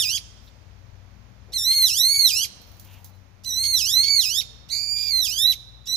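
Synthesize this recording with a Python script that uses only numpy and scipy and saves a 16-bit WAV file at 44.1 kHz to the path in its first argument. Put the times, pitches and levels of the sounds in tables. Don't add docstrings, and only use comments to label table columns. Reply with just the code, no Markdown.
import sys
import numpy as np
from scipy import signal
from scipy.fft import rfft, irfft
from scipy.io import wavfile
from scipy.ndimage import uniform_filter1d

SR = 44100
rng = np.random.default_rng(int(sys.argv[2]) if len(sys.argv) > 2 else 0)


def level_to_linear(level):
    exponent = np.asarray(level, float) / 20
    return 10 ** exponent


def waveform_to_disk(signal):
    frames = np.transpose(np.atleast_2d(signal))
    scaled = np.clip(frames, -1, 1) * 32767
    samples = np.round(scaled).astype(np.int16)
    wavfile.write(sys.argv[1], SR, samples)


N = 262836

# (time [s], pitch [Hz], effort [dB])
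CALLS = [
    [(0.001, 1854, 9), (0.018, 1751, 5.5), (0.05, 1279, 1.5), (0.075, 1221, -0.5), (0.095, 1338, 2),
     (0.135, 1590, 2.5), (0.167, 1701, 2.5)],
    [(1.54, 2129, -10), (1.555, 2140, -6.5), (1.59, 1850, -1), (1.62, 1790, -2), (1.665, 2000, 0.5),
     (1.705, 2110, 0.5), (1.775, 2160, 2), (1.855, 2000, 5.5), (1.915, 1290, -0.5), (1.95, 1500, -0.5),
     (2.0, 1869, 5), (2.045, 2050, 1.5), (2.06, 2090, 2.5), (2.155, 2250, 0), (2.24, 2110, 4),
     (2.275, 1920, 6.5), (2.325, 1205, -1.5), (2.375, 1406, 4), (2.41, 1520, 3.5), (2.438, 1690, 3)],
    [(3.455, 2030, -17), (3.47, 2048, -12.5), (3.52, 1949, -8), (3.655, 2165, -3), (3.71, 2160, -4.5),
     (3.765, 1972, 2), (3.833, 1260, -2), (3.87, 1487, 0.5), (3.95, 1971, 2.5), (4.01, 2130, 3),
     (4.06, 2225, -4.5), (4.095, 2270, 0.5), (4.14, 2255, 1), (4.19, 2115, 3.5), (4.268, 1240, -1),
     (4.31, 1440, -1), (4.365, 1735, 1), (4.385, 1850, 6.5), (4.403, 1900, -0.5)],
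    [(4.705, 2098, -14), (4.73, 2274, -6.5), (4.795, 2360, -8.5), (4.87, 2385, -11.5), (4.93, 2382, -9),
     (5.04, 2400, -9), (5.09, 2365, -8.5), (5.135, 2117, -1.5), (5.2, 2040, -2), (5.245, 1783, 2),
     (5.287, 1217, -4.5), (5.335, 1510, -3), (5.36, 1561, -2), (5.4, 1756, 5.5), (5.435, 1854, 8.5),
     (5.48, 1999, 3), (5.52, 1982, 3.5)],
    [(5.875, 1922, -11), (5.92, 1993, -2.5), (5.945, 2036, -5.5), (5.955, 2032, -6)],
]
# (length [s], pitch ratio, starting level [dB])
CALL_OPENING = (.02, .86, -19)
# (length [s], pitch ratio, fade [dB])
CALL_CLOSING = (.023, 0.47, -14.5)
# (opening depth [share], opening decay [s], closing depth [share], rate [tugs per s])
CALL_WARBLE = [(0.015, .05, .11, 68), (.05, .06, 0.086, 75), (.05, 0.081, 0.04, 69), (.19, .17, 0.028, 108),
               (.04, .04, .005, 140)]
WARBLE_REST, WARBLE_GROWS_S = 0.0059, 0.097
# (start [s], length [s], level against the voice [dB])
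RASP_PATCHES = [(1.506, 0.033, -10.5), (1.708, 0.04, -20), (1.78, 0.008, -22), (1.818, 0.0099, -23.5),
                (2.14, 0.023, -24), (3.427, 0.024, -1.5), (3.634, 0.035, -17), (4.032, 0.059, -17.5),
                (4.673, 0.027, -6), (4.961, 0.14, -17.5), (5.851, 0.032, -11)]
RASP_ROOT_DB = 4
PARTIAL_LEVELS = [-2.5, 2.79, -5, -1, -1, -0.5, -1, -3.5, -4.5, -8, -20, 7]
# (frequency [Hz], level [dB])
THROAT_COLOUR = [(1240, -72.5), (1900, -59.5), (2280, -39), (2500, -43), (3500, -36.5), (4200, -27),
                 (4750, -27), (5450, -27.5), (5900, -28), (6330, -38), (6750, -31), (7200, -38),
                 (7750, -50.5), (8400, -40.5), (9500, -52), (11200, -35), (13000, -43), (15500, -48.5)]
# (time [s], gain of partials 3 and 4 [dB], gain of those above [dB])
BEAK_OPENING = [(0, -3.5, -2.5), (.17, -3.5, -5.5), (1.55, 4.5, -0.2), (1.77, -1, 2), (2.1, 2, 3),
                (2.44, -3, -1), (3.5, 8, 0.8), (3.7, 3.5, 2.5), (3.95, -0.5, -0.8), (4.1, -1.5, -11.5),
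                (4.25, -0.5, 1), (4.4, -2.5, -6), (4.72, 4, -5.5), (4.87, 8.5, -13), (5.03, 8, -5.5),
                (5.13, -5, -4.5), (5.3, -0.5, 1.5), (5.4, -5.5, -5.3), (5.47, -17.5, -4.8),
                (5.53, -8, -2.5), (5.87, 3, -4.5)]
SLACK_FROM_HZ, SLACK_FULL_HZ, SLACK_ODD_DB = 1770, 1150, -10.5
JITTER, FLICKER_DB = .0045, 1.2
# (frequency [Hz], left-right difference [dB])
NEAR_BALANCE = [(1300, -0.5), (2400, -11), (4400, -10), (6400, -12.5), (8200, 6), (9800, 4), (11500, -16),
                (15000, -19)]
# (time [s], left-right difference [dB])
HEAD_TURN = [(0, 2), (1.7, 4.5), (2.2, 2.5), (3.6, 2), (4.2, 0.5), (4.9, -2), (5.3, 0), (5.9, 1.5)]

# (time [s], level before colouring [dB])
TICK_HITS = [(2.6164, -42.5), (2.716, -44.5), (2.7676, -44), (2.797, -33.5), (2.849, -42), (2.9107, -58),
             (2.9724, -53), (3.0443, -30.5)]
# (frequency [Hz], level [dB])
TICK_SPECTRUM = [(2000, -35), (3800, -10), (5450, -12), (6900, -8.5), (8000, -20), (10500, -11.5),
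                 (13100, -8.5), (15800, -1.5)]
# (start [s], length [s], level [dB])
RUSTLE_SWELLS = [(0.412, 0.097, -63), (2.517, .72, -62)]

# (left delay [s], left level [dB], right level [dB])
TREE_ECHOES = [(.0033, -20, -22), (.0081, -18, -20), (.0146, -21, -21)]
# (T60 [s], build-up [s], level [dB], band from [Hz], band to [Hz])
TREE_SCATTER = [(0.09, 0.00081, -7.5, 410, 14100), (0.94, 0.01, -28.5, 2700, 5800),
                (0.47, 0.027, -25, 6200, 10100)]
# (level [dB], T60 [s], band from [Hz], band to [Hz])
LINGERING_WASH = (-47, 1.35, 2601, 6803)

# (start [s], length [s], from [Hz], to [Hz], level [dB])
FAR_COOS = [(2.477, 0.37, 720, 659, -71), (2.822, 0.26, 975, 934, -68.5), (5.163, 0.29, 700, 655, -66.5)]

HUM_HZ, DRONE_HZ = 59, 95.5
# (multiple of the lowest, waver rate [Hz], relative level [dB])
HUM_TONES = [(1, 3, 0.1), (1.36, 5, -10), (2, 2.5, -4), (4, 5, -18)]
# (multiple of the lowest, waver rate [Hz], relative level [dB])
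DRONE_TONES = [(1, 3, 0.1), (2, 3, -15)]
# (time [s], relative level [dB])
HUM_SWELL = [(0, -55.5), (1.1, -53), (2.9, -60.5), (3.25, -66.5), (3.502, -53.5), (5.96, -53)]
# (time [s], relative level [dB])
DRONE_SWELL = [(0, -48), (.5, -57), (1.2, -48.5), (2.298, -57.5), (3.05, -51), (3.3, -57), (3.6, -51.5),
               (4.6, -63.5), (5.96, -64.5)]
STEADY, WANDER = 3.2, .015
RUMBLE_LEFT_DB = 18.5

# (frequency [Hz], level [dB])
AIR_SPECTRUM = [(18, -36), (30, -10.5), (98, -12.5), (145, -20), (189, -22), (415, -28.5), (449, -28),
                (540, -26), (1590, -32), (2480, -34), (2830, -37.5), (6720, -41.5), (8300, -72.5),
                (16000, -62.5)]
# (time [s], level [dB])
AIR_SWELL = [(0, -60.5), (1.4, -61), (2.6, -58.5), (3.3, -63), (4.6, -60.5), (5.96, -63)]
# (frequency [Hz], left-right difference [dB])
AIR_TILT = [(60, 11), (110, 25), (200, 16.5), (380, 2), (700, 1), (1290, -2), (2380, -7), (4400, -12),
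            (8120, -11), (15000, -5.5)]
# (frequency [Hz], likeness [-1 to 1])
AIR_ALIKE = [(60, .97), (140, .92), (300, .4), (700, .1), (15000, 0)]
# (start [s], length [s], centre [Hz], width [Hz], level [dB])
FAINT_BANDS = [(1.47, 0.068, 500, 610, -55), (2.777, 0.44, 849, 300, -65), (2.828, 0.2, 2800, 1300, -57.5),
               (3.12, 0.074, 4000, 151, -68), (4.1, 0.63, 450, 120.5, -66.5),
               (0.467, 0.031, 3800, 1200, -55)]
MIC_HISS_DB = -76.5


def rms_one(x):
    return x / np.sqrt(np.mean(x ** 2) + 1e-20)


def in_time(rows):
    s, *columns = np.transpose(rows)
    return [np.interp(np.arange(N) / SR, s, c) for c in columns]


def at_hz(points, hz):
    table_hz, level_db = np.transpose(points)
    return np.interp(np.log(hz + 1), np.log(table_hz + 1), level_db)


def drift(rate_hz):
    r = np.exp(-2 * np.pi * rate_hz / SR)
    return rms_one(signal.lfilter([1], [1, -2 * r, r * r], rng.standard_normal(N + SR))[SR:])


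def shape(x, points):
    return irfft(rfft(x) * level_to_linear(at_hz(points, np.fft.rfftfreq(N, 1 / SR))), N)


def spread(x, balance, lag=0):
    hz = np.fft.rfftfreq(N, 1 / SR)
    lean = level_to_linear(at_hz(balance, hz) / 2 * np.array([[1], [-1]]))
    late = np.exp(-2j * np.pi * hz * lag / SR * np.array([[0], [1]]))
    return irfft(rfft(x) * late * lean / np.mean(lean, axis=0), N)


def bird():
    glide_hz, effort_db, warble, tugs_per_s = phrasing()
    hoarse = np.zeros(N)
    for start, length, level_db in RASP_PATCHES:
        hoarse[round(start * SR):round((start + length) * SR)] = level_to_linear(level_db)
    hoarse = uniform_filter1d(hoarse, size=90)

    saw = np.cumsum(tugs_per_s * (1 + .35 * drift(60.0)) / SR) % 1
    tug = uniform_filter1d((1 - saw) ** 3, size=80) - .12
    tug_db = -20.0 * warble * tug

    low_note = np.clip((SLACK_FROM_HZ - glide_hz) / 300, 0, 1)
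    shake = JITTER * (1 + .8 * low_note) * tremor(220.0)
    shake += 0.12 * np.minimum(hoarse, .3) * drift(500.0)
    pitch = glide_hz * (1 - warble * tug + shake)
    phase = 2 * np.pi * np.cumsum(pitch) / SR

    slack = np.clip((SLACK_FROM_HZ - glide_hz) / (SLACK_FROM_HZ - SLACK_FULL_HZ), 0, 1)
    root_db = RASP_ROOT_DB * np.minimum(hoarse / 0.13, 1)
    middle_db, top_db = in_time(BEAK_OPENING)
    low, upper = np.zeros(N), np.zeros(N)
    for k, source_db in enumerate(PARTIAL_LEVELS, 1):
        level_db = effort_db + source_db + at_hz(THROAT_COLOUR, k * glide_hz)
        level_db = level_db + SLACK_ODD_DB * slack * (k % 2)
        level_db = level_db + (top_db if k > 4 else middle_db * (k > 2))
        if k < 5:
            level_db = level_db + root_db * (k == 1) + tug_db + FLICKER_DB * tremor(210.0)
            low += np.sqrt(2) * level_to_linear(level_db) * np.sin(k * phase + k)
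        else:
            blur = (0.27 + 0.56 * slack + 4.0 * warble) * tremor(320.0)
            partial = np.sqrt(2) * level_to_linear(level_db + 1.5 * tremor(100.0)) * np.sin(k * phase + blur)
            upper += (k * pitch < .42 * SR) * partial

    uneven = np.cos(phase / 2) * drift(170.0)
    uneven += 0.67 * drift(1200.0) * level_to_linear(6.8 * drift(120.0) - 3.0)
    band = signal.butter(3, [2600, 7000], "band", fs=SR, output="sos")
    rasp = signal.sosfilt(band, low * uneven * hoarse)
    return low + upper * (1 + 2.5 * uneven * hoarse) + rasp


def phrasing():
    t = np.arange(N) / SR
    pitch, effort_db = np.full(N, 2000.), np.full(N, -120.)
    warble, tugs_per_s = np.zeros(N), np.full(N, 80.)
    open_s, open_ratio, open_db = CALL_OPENING
    close_s, close_ratio, close_db = CALL_CLOSING
    for call, (opening, dying_s, closing, rate) in zip(CALLS, CALL_WARBLE):
        s, hz, db = np.transpose(sorted(call))
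        on = (t > s[0] - open_s) & (t < s[-1] + close_s)
        now = t[on]
        before = np.clip((s[0] - now) / open_s, 0, 1)
        after = np.clip((now - s[-1]) / close_s, 0, 1)
        pitch[on] = glide(s, hz, now) * open_ratio ** before * close_ratio ** after
        effort_db[on] = np.interp(now, s, db) + open_db * before + close_db * after
        since, until = np.maximum(now - s[0], 0), np.maximum(s[-1] - now, 0)
        early = opening * (1 - before) * np.exp(-(since / dying_s) ** 2)
        late = closing * np.exp(-(until / WARBLE_GROWS_S) ** 2)
        warble[on] = WARBLE_REST + early + late
        tugs_per_s[on] = rate
    return pitch, uniform_filter1d(effort_db, size=120), np.clip(warble, 0, .3), tugs_per_s


def glide(s, hz, t):
    slope = np.diff(hz) / np.diff(s)
    a, b = slope[:-1], slope[1:]
    inner = np.where(a * b > 0, 2 * a * b / (a + b + 1e-9), 0)
    knot = np.r_[slope[0], inner, slope[-1]]
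    k = np.clip(np.searchsorted(s, t) - 1, 0, len(s) - 2)
    step = np.diff(s)[k]
    u = np.clip((t - s[k]) / step, 0, 1)
    straight = hz[k] + (hz[k + 1] - hz[k]) * u
    bend = (knot[k] - slope[k]) * (1 - u) - (knot[k + 1] - slope[k]) * u
    return straight + step * u * (1 - u) * bend


def tremor(rate_hz):
    return rms_one(uniform_filter1d(uniform_filter1d(drift(rate_hz), size=80), size=55))


def ticks():
    out, t = np.zeros(N), np.arange(2600) / SR
    decay = np.exp(-t / 0.0016) + 0.31 * np.exp(-t / 0.028)
    for s, level_db in TICK_HITS:
        at = round(s * SR)
        out[at:at + len(t)] += level_to_linear(level_db) * rng.standard_normal(len(t)) * decay
    return shape(out, TICK_SPECTRUM)


def rustle():
    swell = np.zeros(N)
    for start, length, level_db in RUSTLE_SWELLS:
        at, count = round(start * SR), round(length * SR)
        swell[at:at + count] = level_to_linear(level_db) * np.sqrt(np.hanning(count))
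    noise = rms_one(shape(rng.standard_normal(N), TICK_SPECTRUM))
    return swell * level_to_linear(4.0 * drift(25.0)) * noise


def trees(x):
    t = np.arange(SR) / SR
    reply = np.zeros((2, SR))
    for delay, left_db, right_db in TREE_ECHOES:
        reply[0, round(delay * SR)] += level_to_linear(left_db)
        reply[1, round(delay * SR * 1.03)] += level_to_linear(right_db)
    for t60, rise, level_db, low_hz, high_hz in TREE_SCATTER:
        cloud = rng.standard_normal((2, SR)) * level_to_linear(-60 * t / t60) * (1 - np.exp(-t / rise))
        cloud = signal.lfilter(*signal.butter(2, [low_hz, high_hz], "band", fs=SR), cloud)
        reply += level_to_linear(level_db) * cloud / np.sqrt(np.sum(cloud ** 2, axis=1, keepdims=True))
    return signal.fftconvolve(x, reply, axes=1)[:, :N]


def linger():
    level_db, t60, low_hz, high_hz = LINGERING_WASH
    band = signal.butter(2, [low_hz, high_hz], "band", fs=SR, output="sos")
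    wash = rms_one(signal.sosfilt(band, rng.standard_normal((2, N))))
    return level_to_linear(level_db - 60 * np.arange(N) / SR / t60) * wash * level_to_linear([[-3.5], [3.5]])


def coos():
    out = np.zeros(N)
    for start, length, from_hz, to_hz, level_db in FAR_COOS:
        at, count = round(start * SR), round(length * SR)
        hz = np.linspace(from_hz, to_hz, count) * (1 + 0.014 * drift(13.0)[:count])
        tone = np.sin(2 * np.pi * np.cumsum(hz) / SR)
        out[at:at + count] += np.sqrt(2 * np.hanning(count)) * level_to_linear(level_db) * tone
    return out


def rumble():
    out = np.zeros(N)
    machines = [(HUM_HZ, HUM_TONES, HUM_SWELL), (DRONE_HZ, DRONE_TONES, DRONE_SWELL)]
    for hz, tones, swell in machines:
        swell_db, = in_time(swell)
        turns = hz * np.cumsum(1 + WANDER * drift(.5)) / SR
        for multiple, waver_hz, level_db in tones:
            waver = drift(waver_hz) + 1j * drift(waver_hz) + STEADY
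            tone = rms_one(np.real(waver * np.exp(2j * np.pi * multiple * turns)))
            out += level_to_linear(level_db + swell_db) * tone
    return 2 * out * level_to_linear(np.array([[-1], [-1 - RUMBLE_LEFT_DB]]))


def air():
    level_db, = in_time(AIR_SWELL)
    hz = np.fft.rfftfreq(N, 1 / SR)
    alike = np.clip(at_hz(AIR_ALIKE, hz), -1, 1)
    mid, side = rfft(rng.standard_normal((2, N)))
    pair = np.sqrt(1 + alike) * mid + np.sqrt(1 - alike) * side * [[1], [-1]]
    pair = spread(irfft(pair * level_to_linear(at_hz(AIR_SPECTRUM, hz)), N), AIR_TILT)
    above_bass = signal.sosfilt(signal.butter(2, 300, "high", fs=SR, output="sos"), pair.mean(axis=0))
    return level_to_linear(level_db) * pair / np.sqrt(np.mean(above_bass ** 2))


def faint():
    out = np.zeros((2, N))
    for start, length, hz, width, level_db in FAINT_BANDS:
        at, count = round(start * SR), round(length * SR)
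        t = np.arange(count) / SR
        waver = (drift(width / 2) + 1j * drift(width / 2))[:count]
        band = np.real(waver * np.exp(2j * np.pi * hz * t))
        out[:, at:at + count] += level_to_linear(level_db) * np.sqrt(np.hanning(count)) * band
    return out


def scene():
    turn_db, = in_time(HEAD_TURN)
    near = spread(bird() + ticks() + rustle(), NEAR_BALANCE, lag=0.99)
    near = near * level_to_linear(turn_db / 2 * [[1], [-1]])
    return level_to_linear(4.5) * (near + trees(near)) + linger() + coos() + rumble() + air() + faint()


def roll_off(x):
    return signal.sosfilt(signal.butter(12, 16480, fs=SR, output="sos"), x)


def record(dry):
    hiss = level_to_linear(MIC_HISS_DB) * np.diff(rng.standard_normal((2, N + 1)))
    mix = signal.sosfilt(signal.butter(3, 42, "high", fs=SR, output="sos"), dry + hiss)
    mix = signal.sosfilt(signal.cheby2(14, 60, 16100, fs=SR, output="sos"), mix)
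    return roll_off(mix)


dry = scene()
out = record(dry)
waveform_to_disk(out)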